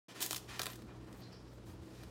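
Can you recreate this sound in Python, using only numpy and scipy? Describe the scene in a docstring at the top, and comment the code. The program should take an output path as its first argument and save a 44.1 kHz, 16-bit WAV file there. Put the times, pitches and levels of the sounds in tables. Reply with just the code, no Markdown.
"""In a small, humming room, a kitten scrambles in a plastic litter box.
Bursts of noise with ringing tub tones make its claw catches; a falling tone with a noisy crunch makes
the paw strike. Showers of random grains make the sprays and drags, and short high tones the snaps.
Then it settles: soft steps are short low tones, faint rustles are filtered grains.
A tiny metal piece, perhaps on its collar, tinkles as very narrow bands of noise. A hum and air run below."""
import sys
import numpy as np
from scipy import signal
from scipy.fft import rfft, irfft
from scipy.io import wavfile

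SR = 44100
rng = np.random.default_rng(int(sys.argv[2]) if len(sys.argv) > 2 else 0)


def inscribe(sig):
    """Save sig as 16-bit PCM at rate SR to the path in sys.argv[1].

    A 1-D sig is mono; a 2-D sig holds one channel per row.
    Samples are clipped to [-1, 1] before scaling.
    """
    pcm = np.round(np.clip(np.atleast_2d(sig).T, -1, 1) * 32767)
    wavfile.write(sys.argv[1], SR, pcm.astype(np.int16))


N = 92610  # samples, 2.1 s

# hum of an appliance: pitch_hz, level_db, unsteadiness (ratio to the pure tone)
HUM_TONES = [(57.9, -61, 1.1), (120.2, -57.5, 0.22), (185.2, -64, 0.18), (324.1, -63.5, 1.8)]
# spectrum of the rushing air: frequency_hz, relative_level_db
AIR_SPECTRUM = [(20, -64), (40, -25), (55, -19.5), (90, 0.5), (150, -6), (330, -2), (480, -7), (700, -13.5),
                (1200, -17.5), (2200, -26.5), (4500, -28), (9000, -37.5), (16000, -49)]
# soft steps and bumps against the tub: peak_s, level_db, pitch_hz
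SOFT_STEPS = [(0.241, -44.5, 330), (0.63, -53, 292), (0.837, -47.5, 217), (0.874, -46.5, 71),
              (1.697, -45.5, 98), (1.731, -45.5, 87), (1.815, -43, 79.6), (2.06, -45, 66)]
# collar tinkles: peak_s, level_db, pitch_hz, width_octaves, fall_s
METAL_TINKLES = [(0.713, -50, 14000, 0.011, 0.013), (1.158, -76, 13850, .015, .025),
                 (1.205, -59, 13900, .035, 0.0046), (2.032, -67, 14200, .025, .005)]
# half-squeaky brushing along the tub: peak_s, rise_s, fall_s, level_db, centre_hz, width_octaves
TUB_BRUSHES = [(1.231, 0.016, 0.034, -62, 4470, 0.28), (1.243, .014, 0.043, -64, 4130, 0.03),
               (1.33, 0.0082, .02, -59, 4950, 0.17), (1.358, .012, 0.057, -66.5, 5100, 0.12),
               (1.495, 0.04, 0.032, -73, 5060, 0.18)]
# stray grains landing: peak_s, level_db, brightness_db_per_octave
STRAY_GRAINS = [(0.701, -46, -4.5), (0.7326, -49, -3), (0.757, -49, -0.5), (0.79, -56, -8),
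                (0.821, -53.5, -5.5), (1.128, -55.5, -4.5), (1.328, -56.5, -6)]
# paws dragging through the litter: start_s, length_s, level_db, brightness_db_per_octave
PAW_DRAGS = [(0.07, 0.046, -56.5, -0.5), (0.139, 0.11, -52.5, 0), (0.472, 0.092, -50.5, -1),
             (0.579, 0.14, -57, -2.5), (0.868, 0.049, -55, -7.5), (0.97, 0.076, -69, -3.5),
             (1.055, 0.11, -59, -7.5), (1.185, 0.17, -66.5, -2.5), (1.646, .075, -66.5, 6.5),
             (1.674, 0.032, -58.5, -7.5), (1.808, 0.35, -69.5, 3), (1.925, 0.11, -66.5, 1.5)]
# spectrum of dragged litter: frequency_hz, relative_level_db
DRAG_SPECTRUM = [(100, 1.5), (400, -6.5), (900, -0.5), (1800, 1.5), (3000, -0.5), (5500, -4.5),
                 (8000, -9.5), (16000, -20)]
# kicked litter: peak_s, rise_s, fall_s, level_db (rise and fall: times between the peak and 1/e of it)
LITTER_SPRAYS = [(0.2256, 0.0071, 0.011, -31.5), (.242, .003, 0.0069, -46), (0.259, 0.012, 0.016, -44),
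                 (0.317, 0.017, 0.021, -42), (0.367, 0.013, 0.013, -46.5), (.636, 0.038, 0.012, -51),
                 (.675, 0.021, 0.064, -55.5), (1.185, 0.084, 0.035, -67), (1.54, 0.047, 0.037, -71.5)]
# spectrum of sprayed litter: frequency_hz, relative_level_db
SPRAY_SPECTRUM = [(100, -18), (500, -5), (1500, -4.5), (2300, -5), (3400, 1.5), (5200, -1.5), (7800, 2.5),
                  (10000, -1.5), (16000, -1)]
# single grains cracking under the paws: start_s, level_db (before the fade), pitch_hz
GRAIN_SNAPS = [(.2048, -38, 3920), (.2212, -36, 3370), (.2265, -27, 3300), (0.2283, -25, 7200),
               (0.2398, -29, 6500), (.3088, -23.5, 7650), (.3175, -47, 7260), (0.322, -36, 4130),
               (0.3307, -33, 1350), (0.3452, -28.5, 3570), (0.3482, -29.5, 3550), (.3622, -28, 5250),
               (0.5936, -25, 4490), (0.6163, -34, 3660), (0.6567, -35, 1910), (0.6668, -34, 2840),
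               (2.033, -47, 1540)]
# claws catching the tub: time_s, tick_db, crumble_db, knock_db, brightness_db_per_octave
CLAW_CATCHES = [(0.2044, -37.5, -38.5, -49.5, -3), (0.2145, -31.5, -41, -45, 3),
                (0.2622, -29, -50, -59, 1.5), (0.309, -31, -45.5, -45, -2.5),
                (0.3295, -28.5, -48, -59, -1.5), (0.346, -35, -55, -76, -1), (0.3616, -33.5, -48, -55, -1),
                (0.3657, -33.5, -47, -74, 1), (0.3788, -38, -58, -67, -3), (0.5937, -31, -37, -45, -3.5),
                (.6168, -28.5, -46, -43.5, -1), (0.6313, -37, -41, -72, -2.5),
                (0.6566, -34.5, -43, -53, -1.5), (0.6663, -31.5, -51, -39.5, -1),
                (2.034, -58, -57, -52.5, -4.5)]
# spectrum of claw ticks, crumbles and stray grains: frequency_hz, relative_level_db
CLAW_SPECTRUM = [(100, -27), (500, -8), (1200, -5), (2300, -3.5), (3800, 3), (6000, 1), (10000, 0),
                 (16000, -1)]
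# spectrum of the dry knock on the tub: frequency_hz, relative_level_db
KNOCK_SPECTRUM = [(100, 1), (400, -5.5), (700, -3.5), (1400, 7.5), (2300, -5.5), (4000, -7), (16000, -21)]
# ringing tones of the plastic tub: pitch_hz, relative_level_db, t60_s (time to fall by 60 dB)
TUB_MODES = [(317, -2, 0.086), (597, -15, 0.04), (642, -2, 0.17), (726, -11, 0.14), (1020, -1, 0.077),
             (1605, -2, 0.092)]

AIR_DB, AIR_SWELL_DB, AIR_SWELL_HZ, HUM_WAVER_HZ = -56.5, 1.25, 17.5, 7.8
STEP_S = 0.0063
BRUSH_GRAINS_PER_S, DRAG_GRAINS_PER_S, SPRAY_GRAINS_PER_S = 2900, 22000, 16000
GRAIN_SPREAD_DB = 2
STRAY_FALL_S = 0.0038
DRAG_RISE_S, DRAG_FALL_S = 0.023, 0.03
SPRAY_CLUMP_DB, SPRAY_CLUMP_HZ = 0.7, 220
SNAP_CYCLES = 1.8  # pitch cycles in which a snap falls to 1/e
POUNCE_S, POUNCE_DB, POUNCE_FALL_S = 0.597, -36, 0.0058
POUNCE_FROM_HZ, POUNCE_TO_HZ, POUNCE_GLIDE_S = 1100, 331, 0.00427
CLAW_FALL_S, CRUMBLE_S, KNOCK_FALL_S, RING_DB = 0.0013, 0.005, 0.0031, -9
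ROOM_DB, ROOM_T60_S, ROOM_DULL_HZ = -15.5, 0.42, 9350
WALL_DB, WALL_S = -10.5, 0.01
START_S, BASS_ENTRY_S, BASS_HZ = 0.0844, 0.26, 160
LOW_CUT_HZ, EDGE_HZ = 49, 15900


def amp(db):
    """Turns decibels into gain."""
    return 10 ** (np.asarray(db) / 20)


def unit(x):
    """Scales x to an average strength (rms) of 1."""
    return x / np.sqrt(np.mean(x ** 2) + 1e-20)


def since(s):
    """Seconds from the moment s, for every sample."""
    return np.arange(N) / SR - s


def swell(s, rise, fall):
    """Grows exponentially up to the moment s and dies away after it."""
    t = since(s)
    return np.exp(np.where(t < 0, t / max(rise, 1e-5), -t / max(fall, 1e-5)))


def colour(x, points, tilt_db=0):
    """Shapes the spectrum of x, tilted by so many dB per octave; rms 1."""
    octave = np.log2(np.fft.rfftfreq(N, 1 / SR) + 1)
    hz, db = np.transpose(points)
    # the tilt is flat below the second point
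    slope = tilt_db * np.maximum(octave, np.log2(hz[1]))
    gain = amp(np.interp(octave, np.log2(hz), db) + slope)
    return unit(irfft(rfft(x) * gain, N))


def band(x, hz, octaves):
    """Keeps one bell-shaped band of x; rms 1."""
    away = np.log2((np.fft.rfftfreq(N, 1 / SR) + 1) / hz) / octaves
    return unit(irfft(rfft(x) * np.exp(-0.5 * away ** 2), N))


def noise():
    """White noise: a steady hiss."""
    return rng.standard_normal(N)


def grains(per_s):
    """Random tiny collisions, a few much larger than the rest."""
    size = amp(GRAIN_SPREAD_DB * np.minimum(rng.exponential(1, N), 4))
    direction = rng.choice([-1., 1.], N)
    hits = rng.random(N) < per_s / SR
    return size * direction * hits


def appliance():
    """A wavering hum over a gently swelling rush of air."""
    air_db = AIR_DB + AIR_SWELL_DB * band(noise(), AIR_SWELL_HZ, 0.96)
    out = amp(air_db) * colour(noise(), AIR_SPECTRUM)
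    for hz, db, waver in HUM_TONES:
        tone = np.sqrt(2) * np.sin(2 * np.pi * (hz * since(0) + rng.random()))
        # narrow noise around the tone makes it waver
        unsteady = waver * band(noise(), hz, HUM_WAVER_HZ / hz)
        out += amp(db) * unit(tone + unsteady)
    return out


def room(x):
    """Quick reflections from the tub walls, then the short, duller tail of the room."""
    t = np.arange(SR // 2) / SR
    # about one sample in ten carries an echo
    wall, tail = rng.standard_normal((2, len(t))) * (rng.random((2, len(t))) < 0.1)
    wall = wall * np.exp(-t / WALL_S) * (t > 0.001)
    tail = tail * amp(-60 * t / ROOM_T60_S) * (t > 0.006)
    tail = signal.lfilter(*signal.butter(1, min(ROOM_DULL_HZ, SR / 2 - 1), fs=SR), tail)
    echo = amp(WALL_DB) * wall / np.linalg.norm(wall) + amp(ROOM_DB) * tail / np.linalg.norm(tail)
    return x + signal.fftconvolve(x, echo)[:N]


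def steps():
    """Dull thumps and bumps of the tub under shifting weight: brief low tones."""
    out = np.zeros(N)
    for s, db, hz in SOFT_STEPS:
        out += amp(db) * swell(s, STEP_S, 2 * STEP_S) * np.cos(2 * np.pi * hz * since(s))
    return out


def tinkles():
    """Very high, short rings of a tiny piece of metal."""
    out = np.zeros(N)
    for s, db, hz, width, fall in METAL_TINKLES:
        out += amp(db) * swell(s, 0.001, fall) * band(noise(), hz, width)
    return out


def brushes():
    """Thin, soft swishes as the kitten turns, some narrow enough to squeak faintly."""
    out = np.zeros(N)
    for s, rise, fall, db, hz, width in TUB_BRUSHES:
        out += amp(db) * swell(s, rise, fall) * band(grains(BRUSH_GRAINS_PER_S), hz, width)
    return out


def strays():
    """Single grains drop back onto the litter and the plastic: short bursts of noise."""
    out = np.zeros(N)
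    for s, db, tilt_db in STRAY_GRAINS:
        out += amp(db) * swell(s, 0.00044, STRAY_FALL_S) * colour(noise(), CLAW_SPECTRUM, tilt_db)
    return out


def drags():
    """Grains grind together under a moving paw: a duller rustle that rises, holds and fades."""
    out = np.zeros(N)
    for s, length, db, tilt_db in PAW_DRAGS:
        t = since(s)
        rise = np.clip(t / DRAG_RISE_S, 0, 1)
        fade = np.exp(-np.maximum(t - length, 0) / DRAG_FALL_S)
        out += amp(db) * rise * fade * colour(grains(DRAG_GRAINS_PER_S), DRAG_SPECTRUM, tilt_db)
    return out


def sprays():
    """Kicked litter showers down in clumps as a dense, bright crackle."""
    flow = sum(amp(db) * swell(s, rise, fall) for s, rise, fall, db in LITTER_SPRAYS)
    clumps = unit(amp(SPRAY_CLUMP_DB * band(noise(), SPRAY_CLUMP_HZ, 0.72)))
    return flow * clumps * colour(grains(SPRAY_GRAINS_PER_S), SPRAY_SPECTRUM)


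def snaps():
    """A cracking grain rings for only a few cycles."""
    out = np.zeros(N)
    for s, db, hz in GRAIN_SNAPS:
        ring = np.sin(2 * np.pi * hz * np.maximum(since(s), 0))  # silent before s
        out += amp(db) * ring * swell(s + 0.00063, 0.000069, SNAP_CYCLES / hz)
    return out


def pounce():
    """A hard paw strike crunches litter and flexes the tub floor; its knock drops quickly in pitch."""
    t = np.maximum(since(POUNCE_S), 0)
    hz = POUNCE_TO_HZ + (POUNCE_FROM_HZ - POUNCE_TO_HZ) * np.exp(-t / POUNCE_GLIDE_S)
    flex = np.sin(2 * np.pi * np.cumsum(hz) / SR)
    crunch = amp(-2) * band(noise(), 1510, 0.33)
    shape = swell(POUNCE_S + 0.0019, 0.00068, POUNCE_FALL_S)
    return amp(POUNCE_DB) * shape * (flex + crunch)


def tub_ring(s):
    """The struck plastic sounds several tones at once, each fading at its own rate."""
    t = np.maximum(since(s), 0)
    out = np.zeros(N)
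    for hz, db, t60 in TUB_MODES:
        out += amp(db - 60 * t / t60) * rng.choice([-1, 1]) * np.sin(2 * np.pi * hz * t)
    return out


def claws():
    """Each catch is a sharp tick, a short crumble, and a dry knock that rings the tub."""
    out = np.zeros(N)
    for s, tick_db, crumble_db, knock_db, tilt_db in CLAW_CATCHES:
        tick = amp(tick_db) * swell(s + 0.00052, 0.0001, CLAW_FALL_S)
        crumble = amp(crumble_db) * swell(s + 0.0021, 0.00026, CRUMBLE_S)
        scrape = (tick + crumble) * colour(noise(), CLAW_SPECTRUM, tilt_db)
        knock = colour(noise(), KNOCK_SPECTRUM) * swell(s + 0.00099, 0.001, KNOCK_FALL_S)
        out += scrape + amp(knock_db) * (knock + amp(RING_DB) * tub_ring(s))
    return out


def scene():
    """The kitten in its box, and the room around it."""
    kitten = tinkles() + brushes() + strays() + drags() + sprays() + snaps() + pounce() + claws()
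    return (appliance() + steps() + room(kitten))[None]


def record(dry):
    """Low cut; the sound opens after a moment of silence, the bass easing in last; steep top limit."""
    bass = signal.sosfiltfilt(signal.butter(2, BASS_HZ, fs=SR, output="sos"), dry)
    held_back = np.exp(-np.maximum(since(START_S), 0) / BASS_ENTRY_S)
    low_cut = signal.butter(4, LOW_CUT_HZ, "high", fs=SR, output="sos")
    cut = signal.sosfilt(low_cut, dry - held_back * bass)
    opened = cut * np.clip(since(START_S) / 0.0012 + 1, 0, 1)
    top_limit = signal.firwin(511, EDGE_HZ, window=("kaiser", 9), fs=SR)
    return signal.oaconvolve(opened, top_limit[None], "same")


dry = scene()
out = record(dry)
inscribe(out)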